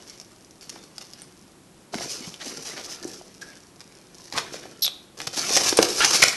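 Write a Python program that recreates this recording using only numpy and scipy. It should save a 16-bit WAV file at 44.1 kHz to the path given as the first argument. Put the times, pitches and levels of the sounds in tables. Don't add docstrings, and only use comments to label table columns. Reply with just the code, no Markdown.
import sys
import numpy as np
from scipy import signal
from scipy.fft import rfft, irfft, next_fast_len
from scipy.io import wavfile

SR = 44100
rng = np.random.default_rng(int(sys.argv[2]) if len(sys.argv) > 2 else 0)


def unload_wav(signal):
    wavfile.write(
        sys.argv[1],
        SR,
        np.round(np.clip(np.atleast_2d(signal).T, -1, 1) * 32767).astype(np.int16),
    )


N = 280495
TIME = np.arange(N) / SR

# (time [s], length [s], foam level [dB], cardboard send [dB],
# box send [dB])
HAND_STROKES = [(-.02, 0.17, -51.5, -2.5, -10), (0.609, 0.09, -50.5, -8, -8),
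                (0.698, 0.059, -51, -0.5, 1.5), (1, 0.3, -58, -0.5, -16), (1.921, 0.14, -40, -5, -1),
                (2.08, .21, -43.5, -3.5, -8), (2.408, 0.17, -40.5, -5, -2.5), (2.66, 0.32, -46, -1.5, -0.5),
                (2.996, 0.16, -47, -5.5, 2), (3.41, 0.16, -54.5, -2, -3), (3.75, 0.53, -62.5, 1.5, 1),
                (4.118, .19, -53.5, -6, -6), (4.332, 0.054, -42.5, 3, 4), (4.497, 0.04, -51.5, -3, 6),
                (4.63, 0.075, -58, -3, 7.5), (5.171, 0.033, -41.5, -6.5, -1),
                (5.355, 0.21, -27.5, -8.5, -13.5), (5.479, .21, -24.5, -4.5, -9),
                (5.812, 0.037, -26, -10, -7.5), (5.946, 0.34, -24, -5.5, -11)]
# (time [s], level [dB], pitch [Hz], cardboard send [dB])
PIECE_SNAPS = [(0.0827, -29, 5500, -21), (.098, -21.5, 5600, -26), (.200, -22, 5600, -13),
               (.214, -25.5, 5430, -13), (.385, -40, 6860, -10), (.4475, -31.5, 5500, -14),
               (0.5097, -30, 5960, -22), (0.611, -28.5, 5040, -20), (.982, -17, 4940, -4.5),
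               (1.135, -21.5, 5070, -21), (1.2195, -22, 9000, -5.5), (1.9437, -16, 1190, 2.5),
               (1.985, -25.5, 2540, 8.5), (2.3418, -19.5, 3380, -21), (2.573, -18, 5400, -19),
               (3.028, -21, 5100, -24), (3.045, -20, 6000, -20), (3.078, -23, 8600, -29),
               (3.806, -24, 4900, -5), (3.814, -31, 4960, 4), (4.3255, -16.5, 4760, -8),
               (4.3777, -17, 3500, 12), (4.3836, -11.5, 3370, 7.5), (4.8491, -12, 3930, -7),
               (4.865, -12.5, 3700, -9), (4.879, -12, 3720, -4), (5.203, -20, 2070, 9),
               (5.217, -15.5, 5170, -2), (5.566, 5, 5560, -1), (5.5724, 0, 5600, -7),
               (5.772, -1, 9000, -14), (5.789, 1.5, 1540, -6), (6.047, 0, 5170, -7),
               (6.0605, -13, 5460, 9.5), (6.2834, 0, 5400, -21)]
# (time [s], length [s], level [dB], cardboard send [dB])
PIECE_SCUFFS = [(0.693, 0.013, -31.5, -11.5), (0.748, 0.029, -56, 6), (1.006, .032, -41, -5.5),
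                (1.998, 0.076, -34.5, -5), (2.08, 0.12, -32.5, -28), (2.391, 0.071, -46.5, 2),
                (2.45, 0.078, -36, -9), (2.641, 0.12, -37, -6.5), (2.762, 0.066, -48.5, 11),
                (2.837, 0.04, -36.5, -12), (2.892, 0.085, -37, -12), (3.409, 0.036, -43.5, -5.5),
                (4.3233, 0.0085, -37, 4), (4.357, 0.067, -31.5, -5), (4.521, 0.073, -39.5, -2),
                (5.268, 0.014, -27, -.5), (5.325, 0.054, -34.5, -7), (5.367, 0.055, -33.5, -2.5),
                (5.568, 0.014, -17.5, 1.5), (5.628, .06, -26.5, -6), (5.68, 0.041, -21, -15),
                (5.725, 0.0088, -28, 6), (5.768, 0.029, -20.5, -6), (5.824, 0.017, -17, -6.5),
                (6.015, 0.026, -23, -2), (6.042, 0.023, -18, -4.5), (6.125, 0.074, -17.5, -9.5),
                (6.22, 0.011, -9.5, -3.5), (6.234, 0.0077, -2, -8)]
# (time [s], level [dB], panel pitch [Hz])
BOX_KNOCKS = [(.761, -33.5, 785), (1.938, -22.5, 700), (1.942, -24.5, 422), (1.953, -25, 222),
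              (2.008, -28, 700), (2.058, -30.5, 322), (2.206, -34.5, 242), (2.273, -34.5, 173),
              (2.47, -30, 287), (2.79, -33, 650), (3.051, -22, 327), (3.213, -35.5, 660),
              (4.542, -26.5, 563), (4.656, -32, 664), (5.27, -34.5, 140), (5.376, -26.5, 300),
              (5.506, -24.5, 425), (5.569, -18, 454), (5.726, -15.5, 352), (5.7886, -1.5, 455),
              (5.797, -14, 324), (5.826, -21.5, 410), (6.226, -24.5, 160)]
# (time [s], length [s], level [dB], start pitch [Hz], end pitch [Hz],
# pitch scatter [ratio], overtones [dB], room send [dB])
FOAM_SQUEAKS = [(2.405, 0.0258, -39, 1590, 1975, 0.12, 1, -6),
                (2.706, .02, -43.5, 1890, 2050, 0.066, -14, -3),
                (3.416, 0.016, -38, 1660, 1617, .003, -24, 4.5),
                (3.426, 0.065, -58, 1646, 1625, .004, -20, 11),
                (4.348, 0.05, -33.5, 1050, 1092, 0.18, -7, 1.5),
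                (4.82, 0.05, -24, 5230, 4910, 0.13, -14, -6.5),
                (4.8205, 0.0355, -25, 4190, 3770, 0.079, -18, -0.5),
                (4.854, 0.032, -29, 3644, 3300, 0.045, -33, -3),
                (4.82, 0.036, -26, 11530, 11700, 0.022, -40, -15),
                (6.003, 0.054, -20, 1368, 1565, 0.21, -2, -2),
                (6.2258, 0.0061, -6, 2470, 1996, 0.08, -5.5, 2.5)]
# (frequency [Hz], relative gain [dB])
FOAM_EQ = [(300, -26.5), (1500, -32.5), (2600, -9.5), (3700, -8.5), (4700, -0.5), (5800, 3), (6700, -3),
           (7600, -8.5), (9500, -11), (12000, -13)]
CARDBOARD_EQ = [(150, -33.5), (500, -0.5), (770, 2.5), (1000, -3.5), (1500, -1.5), (2300, -2), (3200, -4),
                (4500, -3), (12000, -27)]
BOX_EQ = [(30, -14.5), (80, -10.5), (150, -2), (230, -3), (350, 3.5), (450, 2.5), (600, -6.5),
          (1000, -22.5), (3000, -42), (12000, -69)]
# (frequency [Hz], level [dB], t60 [s])
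HOLLOW_MODES = [(356, -24, 0.46), (500, -26, 0.54), (748, -26, 0.27)]
# (frequency [Hz], t60 [s])
ROOM_DECAY = [(150, 0.4), (500, 0.49), (1700, 0.52), (3700, 0.47), (6000, 0.33), (11000, 0.44)]
# (frequency [Hz], relative gain [dB])
HUSH_EQ = [(15, -55), (25, -14), (79, -12.5), (185, -3.5), (245, -6.5), (334, -5), (370, -3.5),
           (410, -10.5), (1810, -22), (1960, -22.5), (11500, -26.5), (15000, -69), (22000, -120)]


def rubbing():
    foam, card, box = strokes()
    jerks = evened(amp(2.0 * wander(N, hz=43.5)))
    hiss = colour(foam * jerks * pieces(per_s=8000, ring_s=0.0018, ring_share=0.38), FOAM_EQ)
    rasp = colour(card * jerks * pieces(per_s=3500, ring_s=0.0025, ring_share=0.52), CARDBOARD_EQ)
    rumble = colour(box * jerks * slips(per_s=900, spread_db=3), BOX_EQ)
    fizz = foam * evened(jerks ** 3 * slips(per_s=3000, spread_db=2.5))
    cells = np.sqrt(foam) * slips(per_s=22, spread_db=-0.5)
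    ticks = amp(-30) * colour(cells, FOAM_EQ) + amp(-50.5) * colour(cells, CARDBOARD_EQ)
    return hiss + amp(-2.5) * rasp + amp(-3) * rumble + amp(-11.5) * fizz + ticks


def strokes(swell_share=0.098, ease_db_per_s=7.5, stop_db=-3.5, stop_s=0.011, settle_db_per_s=35):
    power = np.zeros((3, N))
    for s, length, db, card_db, box_db in HAND_STROKES:
        t = np.maximum(TIME - s, 0)
        since_stop = np.maximum(t - length, 0)
        swell = np.minimum(t / (swell_share * length), 1)
        drop_db = stop_db * (1 - np.exp(-since_stop / stop_s))
        push = swell * amp(db - ease_db_per_s * t + drop_db - settle_db_per_s * since_stop)
        power += np.outer(amp([0, card_db, box_db]), push) ** 2
    return np.sqrt(power)


def pieces(per_s, ring_s, ring_share, count=14):
    out = np.zeros(N)
    turn_times = np.arange(0, 7, .04)
    for hz in np.geomspace(1000, 11000, count) * rng.uniform(.94, 1.06, count):
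        grip = np.interp(TIME, turn_times, amp(6.35 * rng.standard_normal(len(turn_times))))
        train = grip * slips(per_s / count, spread_db=2.5)
        r, cosine = np.exp(-1 / (ring_s * SR)), np.cos(2 * np.pi * hz / SR)
        ring = signal.lfilter([1, -r * cosine], [1, -2 * r * cosine, r * r], train + 1e-20)
        out += train + ring_share * np.sqrt(2 * (1 - r * r)) * ring
    return evened(out)


def slips(per_s, spread_db):
    train = np.zeros(N)
    at = np.flatnonzero(rng.random(N) < per_s / SR)
    size_db = spread_db * np.minimum(rng.exponential(1, N)[at], 4.5)
    train[at] = amp(size_db) * np.sign(rng.random(N)[at] - .5)
    return evened(train)


def snaps(ring_s=0.00044, crumble_s=0.0079, crumble_gain=0.042):
    t = np.arange(1500) / SR
    rings, clicks, card = np.zeros((3, N))
    for s, db, hz, card_db in PIECE_SNAPS:
        release = (t == 0) + crumble_gain * rng.standard_normal(len(t)) * np.exp(-t / crumble_s)
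        ring = np.exp(-t / ring_s) * np.cos(2 * np.pi * hz * t)
        add(rings, s, amp(db) * signal.fftconvolve(release, ring))
        add(clicks, s, amp(db) * release)
        add(card, s, amp(db + card_db) * release)
    crack = 0.21 * np.diff(clicks, prepend=0)
    body = 0.34 * colour(clicks, FOAM_EQ) + amp(3) * colour(card, CARDBOARD_EQ)
    return crack + amp(-2.5) * rings + body


def scuffs(rise_share=0.25, fall_power=0.95):
    foam, card = np.zeros((2, N))
    for s, length, db, card_db in PIECE_SCUFFS:
        progress = np.linspace(0, 1, round(length * SR))
        push = amp(db) * evened(np.minimum(progress / rise_share, 1) * (1 - progress) ** fall_power)
        add(foam, s, push)
        add(card, s, amp(card_db) * push)
    hiss = colour(foam * slips(per_s=7500, spread_db=5), FOAM_EQ)
    rasp = colour(card * slips(per_s=7300, spread_db=6), CARDBOARD_EQ)
    return amp(-3) * (hiss + rasp)


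def knocks(decay_cycles=1.13, rattle_db=-20, rattle_s=0.014):
    t = np.arange(14000) / SR
    rattle = np.exp(-t / rattle_s)
    hollow = sum(amp(db - 60 * t / t60) * np.sin(2 * np.pi * hz * t) for hz, db, t60 in HOLLOW_MODES)
    thumps, shake = np.zeros((2, N))
    for s, db, hz in BOX_KNOCKS:
        attack = 1 - np.exp(-4 * t * hz)
        swing = attack * np.cos(2 * np.pi * hz * t) * np.exp(-t * hz / decay_cycles)
        swing = signal.lfilter(*signal.butter(2, hz / 2, "high", fs=SR), swing)
        add(thumps, s, amp(db) * (amp(7.5) * swing + hollow * (1 - rattle)))
        add(shake, s, amp(db + rattle_db) * rng.standard_normal(len(t)) * rattle)
    return thumps + colour(shake, BOX_EQ)


def squeaks(chatter_db=3):
    direct, send = np.zeros((2, N))
    for s, length, db, start_hz, end_hz, scatter, overtone_db, send_db in FOAM_SQUEAKS:
        n = round(length * SR)
        hz = np.linspace(start_hz, end_hz, n) * (1 + scatter * wander(n, hz=855))
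        phase = 2 * np.pi * np.cumsum(hz) / SR
        tone = np.sin(phase) + amp(overtone_db) * (np.sin(2 * phase) + np.sin(3 * phase) / 2)
        chatter = amp(chatter_db * wander(n, hz=300))
        squeak = amp(db) * evened(tone * chatter * signal.windows.tukey(n, .12))
        add(direct, s, squeak)
        add(send, s, amp(send_db) * squeak)
    return direct, send


def box_echoes(x, echo_db=-8, decay_s=0.0039, size=4096):
    out = x.copy()
    for start in range(0, N - size // 2, size // 2):
        part = x[start:start + size]
        taps = reflections(1000, predelay_s=.0005) * np.exp(-TIME[:1000] / decay_s)
        echo = signal.fftconvolve(part * np.hanning(size)[:len(part)], taps / np.linalg.norm(taps))
        add(out, start / SR, amp(echo_db) * echo)
    return out


def room_reverb(x, wet_db=-10.5, tails=3):
    out = np.zeros(N)
    for k in range(tails):
        hz, frame_s, bands = signal.stft(reflections(SR, predelay_s=.008), SR, nperseg=256)
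        decay = amp(-60 * frame_s / read(ROOM_DECAY, hz)[:, None])
        tail = signal.istft(bands * decay, SR, nperseg=256)[1][:SR]
        crossfade = np.cos(np.pi * (14 * TIME + k / tails)) * np.sqrt(2 / tails)
        out += signal.fftconvolve(x * crossfade, tail / np.linalg.norm(tail))[:N]
    return amp(wet_db) * out


def reflections(n, predelay_s, per_s=3000):
    return rng.choice([-1., 1.], n) * (rng.random(n) < per_s / SR) * (TIME[:n] > predelay_s)


def room_tone(level_db=-52.5):
    return amp(level_db) * colour(rng.standard_normal(N), HUSH_EQ)


def amp(db):
    return 10 ** (np.asarray(db) / 20)


def evened(x):
    return x / np.sqrt(np.mean(x ** 2) + 1e-20)


def read(points, hz):
    f, value = np.transpose(points)
    return np.interp(np.log(hz + 1), np.log(f + 1), value)


def add(mix, s, sound):
    part = mix[max(round(s * SR), 0):][:len(sound)]
    part += sound[:len(part)]


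def colour(x, eq, size=4096):
    log_gain = np.log(amp(read(eq, abs(np.fft.fftfreq(size, 1 / SR)))))
    ring = np.fft.ifft(np.exp(np.conj(signal.hilbert(log_gain)))).real[:size // 2]
    return signal.oaconvolve(x, ring / np.linalg.norm(ring))[:len(x)]


def wander(n, hz):
    size = next_fast_len(n)
    f = np.fft.rfftfreq(size, 1 / SR)
    return evened(irfft(rfft(rng.standard_normal(size)) / (1 + (f / hz) ** 2), size)[:n])


def low_pass(x, hz):
    return signal.oaconvolve(x, signal.firwin(511, hz, window=("kaiser", 9), fs=SR)[None], "same")


def scene():
    handling = box_echoes(rubbing() + snaps() + scuffs()) + knocks()
    squeak, squeak_send = squeaks()
    bed = room_tone()
    return (handling + squeak + room_reverb(handling + squeak_send) + bed)[None]


def record(dry, ceiling=.72, treble_hz=11900, spill_hz=16000):
    band_limited = low_pass(np.clip(dry, -ceiling, ceiling), treble_hz)
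    return low_pass(np.clip(band_limited, -ceiling, ceiling), spill_hz)


dry = scene()
out = record(dry)
unload_wav(out)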